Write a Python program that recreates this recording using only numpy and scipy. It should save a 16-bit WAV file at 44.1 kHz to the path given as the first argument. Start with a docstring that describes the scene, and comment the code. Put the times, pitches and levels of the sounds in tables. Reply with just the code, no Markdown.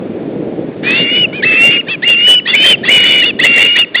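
"""Two ospreys on a treetop nest

One bird gives long, rising, raspy whistles; the other joins with short arched yelps, about five a second.
Each voice breaks from a low register into a high one, and its rough flutter adds sidebands to the tone.
The forest echoes faintly, air stirs the trees, and wind rumbles on the microphone of a small camera.
The narrow-band camera, close by, mirrors the top of the calls and crackles when they overload it."""
import sys
import numpy as np
from scipy import signal
from scipy.fft import rfft, irfft, next_fast_len
from scipy.io import wavfile
from scipy.ndimage import uniform_filter1d, minimum_filter1d

SR = 44100
rng = np.random.default_rng(int(sys.argv[2]) if len(sys.argv) > 2 else 0)


def materialize(psi):
    """Save the field psi as 16-bit PCM at rate SR to the path in sys.argv[1].

    A 1-D psi becomes a single channel; in a 2-D psi each row is a channel.
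    """
    bounded = np.clip(np.atleast_2d(psi).T, -1, 1)
    quanta = np.round(bounded * 32767).astype(np.int16)
    wavfile.write(sys.argv[1], SR, quanta)


N = 176400

# Strength of the wind on the microphone and of the air in the trees. Each row: time in seconds, level in dB.
WIND_LEVEL = [(0, -21.5), (.25, -23), (.42, -20), (.53, -20), (.61, -20), (.69, -22), (.74, -27),
              (.88, -20), (1.25, -22), (1.63, -23), (2.0, -28), (2.43, -31.5), (2.8, -23.5), (3.3, -27.5),
              (3.5, -22.5), (3.73, -31), (4, -33)]
AIR_LEVEL = [(0, -39.5), (1.2, -39.5), (2.4, -42.5), (4, -41.5)]
# Spectra of wind, air and the birds' hiss. Each row: frequency in Hz, relative level in dB.
WIND_SPECTRUM = [(25, -50.5), (60, -31), (100, -13), (170, -3), (300, -0.5), (480, -3.5), (650, -11.5),
                 (850, -22), (1200, -38), (2000, -61)]
AIR_SPECTRUM = [(300, -13.5), (1000, 0), (1700, -2), (2400, -3), (3100, -8.5), (3550, -8), (3900, -13.5)]
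HISS_SPECTRUM = [(300, -27), (900, -15), (1250, -21.5), (1700, -9.5), (2300, -7.5), (2800, -8),
                 (3150, -8.5), (3550, -1.5), (3900, -12)]
# Single thumps of wind. Each row: start in seconds, level in dB.
BUFFETS = [(.277, -12.5), (.384, -13.5), (.402, -11.5), (.591, -8.5), (.643, -12), (0.686, -13.5),
           (3.350, -16.5)]
# The first, hoarser whistle. Each row: time in seconds, pitch in Hz, tone, rasp and hiss levels in dB.
FIRST_WHISTLE = [(0.839, 2288, -29.5, -26.5, -24), (0.876, 2485, -13.5, -19, -17),
                 (1.005, 2812, -12, -26, -11.5), (1.079, 2802, -16.5, -19, -37),
                 (1.166, 2937, -11, -18.5, -22), (1.219, 2940, -10, -24, -31),
                 (1.249, 2784, -7.5, -30, -44.5)]
# Later whistles, one curve each. Each row: time in seconds, pitch in Hz, tone and rasp levels in dB.
LATER_WHISTLES = [
    [(1.447, 2592, -19.5, -16.5), (1.461, 2652, -8.5, -19.5), (1.547, 2622, -11, -19),
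     (1.652, 2771, -5, -18.5), (1.775, 2820, -14, -21), (1.8, 2877, -11.5, -41.5)],
    [(2.046, 2705, -18, -25.5), (2.076, 2843, -7, -21), (2.136, 2760, -10.5, -34.5),
     (2.208, 2824, -10.5, -19.5), (2.305, 2998, -3.5, -27), (2.388, 2954, -9.5, -37.5)],
    [(2.552, 2947, -23.5, -12), (2.57, 2985, -11.5, -15), (2.662, 3115, -7.5, -14),
     (2.688, 3090, -7.5, -16.5), (2.73, 3040, -7, -11.5), (2.742, 2861, -6.5, -30.5)],
    [(2.9, 2819, -12, -13), (2.926, 2965, -6, -13.5), (3.01, 2886, -9, -12), (3.074, 2953, -10.5, -16.5),
     (3.212, 2916, -10, -14.5), (3.241, 2781, -10, -44)],
    [(3.452, 2682, -11.5, -11.5), (3.492, 2769, -8.5, -18.5), (3.616, 2778, -10.5, -13),
     (3.73, 2860, -9.5, -22.5), (3.768, 2885, -16, -16), (3.835, 2833, -10, -36.5)],
]
# The chirp before each later whistle. Each row: start pitch in Hz, end pitch in Hz, level in dB.
LEAD_CHIRPS = [(1491.8, 2080, -7.5), (1597.9, 2150, -10.5), (1830.8, 2330, -5), (1733.8, 2250, -4.5),
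               (1651, 2150, -4.5)]
# Yelps. Each row: start and length in seconds, top pitch in Hz, tone, chirp and rasp levels in dB.
YELPS = [(1.309, 0.1084, 2476, -23, -45, -30.5), (1.504, .10, 2520, -20.5, -33, -28.5),
         (1.687, 0.0977, 2609, -17.5, -35, -25.5), (1.864, 0.09507, 2693, -17, -26.5, -22),
         (2.065, 0.08882, 2802, -14.5, -25, -19), (2.262, 0.10183, 2737, -23.5, -19, -20.5),
         (2.452, 0.09926, 2806, -17, -15.5, -15.5), (2.634, 0.09711, 2842, -26.5, -13, -13.5),
         (2.83, 0.06806, 2776, -19.5, -15.5, -16), (3.029, 0.11493, 2903, -19, -13, -16),
         (3.215, 0.09808, 2888, -12, -10.5, -17.5), (3.388, 0.0928, 2920, -12, -6.5, -18.5),
         (3.569, 0.10351, 2904, -12.5, -10, -20), (3.752, 0.077255, 2850, -11.5, -8.5, -15.5),
         (3.943, 0.07288, 2899, -14.5, -5.5, -16)]
# Bands of vocal flutter. Each row: offset from the tone in Hz, width in Hz, relative level in dB.
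WHISTLE_SIDEBANDS = [(-600, 351.3, 0), (600, 110, -13), (-1380, 90, -19)]
YELP_SIDEBANDS = [(-780, 140, -5.5), (659.5, 130, 0), (-1400, 400, -14.5)]
# The camera's passbands and the filters of its distortion. Each row: frequency in Hz, gain in dB.
BEFORE_SAMPLING = [(3500, 0.5), (3750, -2.5), (3950, -13), (4150, -74.5)]
AFTER_SAMPLING = [(3700, 0.5), (4000, 8.5), (4450, -13.5), (4700, -19.5), (4950, -28.5), (5200, -48),
                  (5450, -83.5), (7400, -81.5), (7800, -100)]
WHINE_BAND = [(2000, -27.5), (2500, 4.5), (3600, 11.5), (4000, -35)]
CRACKLE_FILTER = [(40, 11.5), (200, 16), (550, 28), (1000, 12.5), (3000, -7), (5500, 6), (8500, 7),
                  (9600, 1.5), (10300, -15.5), (15500, -15)]
SPUTTER_FILTER = [(20, -41.5), (120, -9), (300, -6.5), (520, 3), (800, -8), (1300, -15.5), (2500, -37.5)]

BREAK_S = 0.0036826  # the voice opens or closes in this time
DROP_S, DROP_HZ, DROP_DB = 0.016, 397.37, -30.5  # the fall that ends a whistle


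def amp(db):
    """Amplitude grows tenfold for every 20 dB."""
    return 10 ** (np.asarray(db) / 20)


def unit(x):
    """Normalisation brings a signal to rms 1."""
    return x / np.sqrt(np.mean(abs(x) ** 2) + 1e-20)


def add(mix, start_s, sound):
    """Superposition: a sound adds to the mix from its start time on."""
    part = mix[max(round(start_s * SR), 0):][:len(sound)]
    part += sound[:len(part)]


def colour(x, points):
    """Linear filtering multiplies the spectrum by a curve of (Hz, dB) points."""
    size = next_fast_len(len(x) + 2048)
    hz, db = np.transpose(points)
    gain = amp(np.interp(np.log(np.fft.rfftfreq(size, 1 / SR) + 1), np.log(hz), db))
    return irfft(rfft(x, size) * gain, size)[:len(x)]


def noise(size, spectrum):
    """Filtered white noise takes on the filter's spectrum; its rms is 1."""
    return unit(colour(rng.standard_normal(size), spectrum))


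def wander(size, hz):
    """Low-pass noise gives smooth random motion of rms near 1, up to about hz."""
    freqs = np.fft.rfftfreq(next_fast_len(size + 4096), 1 / SR)
    spectrum = rng.standard_normal((len(freqs), 2)) @ [1, 1j]
    return unit(irfft(spectrum / (1 + (freqs / hz) ** 2)))[:size]


def wind(gust_db=2.1, gust_hz=30, buffet_rise_s=0.002783, buffet_hz=309.28):
    """Fluctuating wind pressure on the microphone makes a lumpy, waning rumble and short thumps."""
    t = np.arange(N) / SR
    pressure = amp(np.interp(t, *np.transpose(WIND_LEVEL)) + gust_db * wander(N, gust_hz))
    out = pressure * noise(N, WIND_SPECTRUM)
    age = t[:SR // 10]
    pulse = age / buffet_rise_s * np.exp(1 - age / buffet_rise_s)
    for start, db in BUFFETS:
        hz = buffet_hz * rng.uniform(0.7443, 1.238)
        add(out, start, amp(db) * pulse * np.sin(2 * np.pi * hz * age))
    return out


def air_in_trees():
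    """Air flowing through the trees makes smooth broadband noise."""
    level_db = np.interp(np.arange(N) / SR, *np.transpose(AIR_LEVEL))
    return amp(level_db) * noise(N, AIR_SPECTRUM)


def gate(t):
    """The voice opens and closes quickly, giving a trapezoidal envelope."""
    return np.clip(np.minimum(t, t[-1] - t) / BREAK_S, 0, 1)


def high_register(hz, tone_db, rasp_db, hiss_db, sidebands, jitter_hz=70.04, waver_hz=28):
    """Modulation: rough flutter puts sidebands around a tone, over a weak subharmonic and hiss."""
    size = len(hz)
    t = np.arange(size) / SR
    jitter = 0.0054 * wander(size, jitter_hz)
    waver = 0.0035 * wander(size, waver_hz)
    phase = 2 * np.pi * np.cumsum(hz * (1 + jitter + waver)) / SR
    shimmer = 1 + 0.043 * wander(size, jitter_hz)
    tone = np.sqrt(2) * (np.sin(phase) + amp(-29) * np.sin(phase / 2)) * shimmer
    hiss = noise(size, HISS_SPECTRUM)
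    rasp = np.zeros(size)
    for offset, width, db in sidebands:
        side = phase + 2 * np.pi * offset * t
        band = wander(size, width / 2) * np.cos(side) + wander(size, width / 2) * np.sin(side)
        rasp += amp(db) * band
    return gate(t) * (amp(tone_db) * tone + amp(rasp_db) * rasp + amp(hiss_db) * hiss)


def whistle(times, hz, *levels_db, attack_s):
    """A sustained oscillation, lower and weaker at both ends; returns its start time and sound."""
    t = np.arange(times[0] - attack_s, times[-1] + DROP_S, 1 / SR)
    drop = (np.maximum(t - times[-1], 0) + np.maximum(times[0] - t, 0)) / DROP_S
    pitch = np.interp(t, times, hz) - DROP_HZ * drop
    levels = [np.interp(t, times, db) + DROP_DB * drop ** 2 for db in levels_db]
    return t[0], high_register(pitch, *levels, WHISTLE_SIDEBANDS)


def whistling_osprey(lead_s=0.026, hiss_over_rasp_db=-5):
    """Register breaks: each whistle after the first leaps from a low chirp and falls back into one."""
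    out = np.zeros(N)
    add(out, *whistle(*np.transpose(FIRST_WHISTLE), attack_s=0.021))
    for curve, lead in zip(LATER_WHISTLES, LEAD_CHIRPS):
        times, hz, tone_db, rasp_db = np.transpose(curve)
        add(out, times[0] - lead_s, chirp(lead_s, *lead))
        add(out, *whistle(times, hz, tone_db, rasp_db, rasp_db + hiss_over_rasp_db, attack_s=0.003))
        add(out, times[-1] + DROP_S / 2, chirp(length_s=0.0056, from_hz=2900, to_hz=1967.5, db=-22.5))
    return out


def forest_echo(calls, echo_db=-27.5, build_s=0.051, t60_s=1.0):
    """Scattering from the trees returns a faint, diffuse echo that builds up and decays exponentially."""
    t = np.arange(SR) / SR
    tail = rng.standard_normal(SR) * amp(-60 * t / t60_s) * np.minimum(t / build_s, 1) ** 2
    return amp(echo_db) * signal.fftconvolve(calls, tail / np.linalg.norm(tail))[:N]


def chirp(length_s, from_hz, to_hz, db, rise_db=27, octave_db=-12.5, hiss_db=-11):
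    """The low register: a swelling linear glide with its second harmonic, over hiss."""
    t = np.arange(0, length_s + BREAK_S, 1 / SR)
    phase = 2 * np.pi * np.cumsum(from_hz + (to_hz - from_hz) * t / length_s) / SR
    peak_s = 0.78276 * length_s
    swell = amp(-rise_db * (1 - t / peak_s) ** 2)
    tone = np.sqrt(2) * swell * (np.sin(phase) + amp(octave_db) * np.sin(2 * phase))
    return amp(db) * gate(t) * (tone + amp(hiss_db) * noise(len(t), HISS_SPECTRUM))


def yelping_osprey(chirp_s=0.018, pitch_sag=0.15, edge_db=-3.5, clearing_db=-10):
    """A register break turns each low chirp into one arch of pitch that starts hoarse and clears."""
    out = np.zeros(N)
    for start, length, top_hz, tone_db, chirp_db, rasp_db in YELPS:
        progress = np.linspace(0, 1, round((length - chirp_s) * SR))
        edge = abs(2 * progress - 1) ** 2.4  # 1 at both ends, 0 on the flat top of the arch
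        pitch = top_hz * (1 - pitch_sag * edge)
        rough_db = rasp_db + edge_db * edge + clearing_db * progress ** 2
        add(out, start, chirp(chirp_s, 0.59 * top_hz, 0.71 * top_hz, chirp_db))
        arch = high_register(pitch, tone_db + edge_db * edge, rough_db, rough_db + 0.5, YELP_SIDEBANDS)
        add(out, start + chirp_s, arch)
    return out


def coarse_sampling(sound, rate_hz=8000, whine_shift_hz=3889):
    """Spectral imaging mirrors the top of the band about half the rate; a shifted copy whines thinly."""
    phase_per_hz = 2 * np.pi * np.arange(N) / SR
    narrow = colour(sound, BEFORE_SAMPLING)
    analytic = signal.hilbert(colour(narrow, WHINE_BAND))
    whine = amp(-62) * (analytic * np.exp(1j * whine_shift_hz * phase_per_hz)).real
    mirrored = narrow * (1 + 2 * np.cos(rate_hz * phase_per_hz))
    return colour(mirrored, AFTER_SAMPLING) + whine


def overload(x, knee=0.84, headroom=0.14, smooth_s=0.00055, sizzle_from=0.8, hold_s=0.007):
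    """Saturation flattens peaks above the knee; they sizzle, crackle and leave a low sputter."""
    excess = np.maximum(abs(x) - knee, 0)
    flattened = np.sign(x) * (abs(x) - excess + headroom * np.tanh(excess / headroom))
    lost = abs(x - flattened)
    mean_lost = uniform_filter1d(lost, round(smooth_s * SR))
    bursts = amp(-28.48) * np.tanh(mean_lost / 0.0063)
    hold = round(hold_s * SR)
    peak_envelope = uniform_filter1d(-minimum_filter1d(-abs(x), hold), 2 * hold)
    sizzle = amp(-47) * np.tanh(np.maximum(peak_envelope - sizzle_from, 0) / headroom) ** 2
    crackle = colour((bursts + sizzle) * rng.standard_normal(N), CRACKLE_FILTER)
    sputter = amp(14.5) * colour(lost - mean_lost, SPUTTER_FILTER)
    return flattened + crackle + sputter


def scene():
    """Both birds, their echo, the wind and the air superpose in one channel."""
    birds = whistling_osprey() + yelping_osprey()
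    return (birds + forest_echo(birds) + wind() + air_in_trees())[None]


def record(dry):
    """The camera's stages act in cascade: coarse sampling, overload and a steep low-pass filter."""
    distorted = overload(coarse_sampling(dry[0]))
    low_pass = signal.firwin(511, cutoff=15900, window=("kaiser", 9), fs=SR)
    return signal.oaconvolve(distorted, low_pass, "same")[None]


dry = scene()
out = record(dry)
materialize(out)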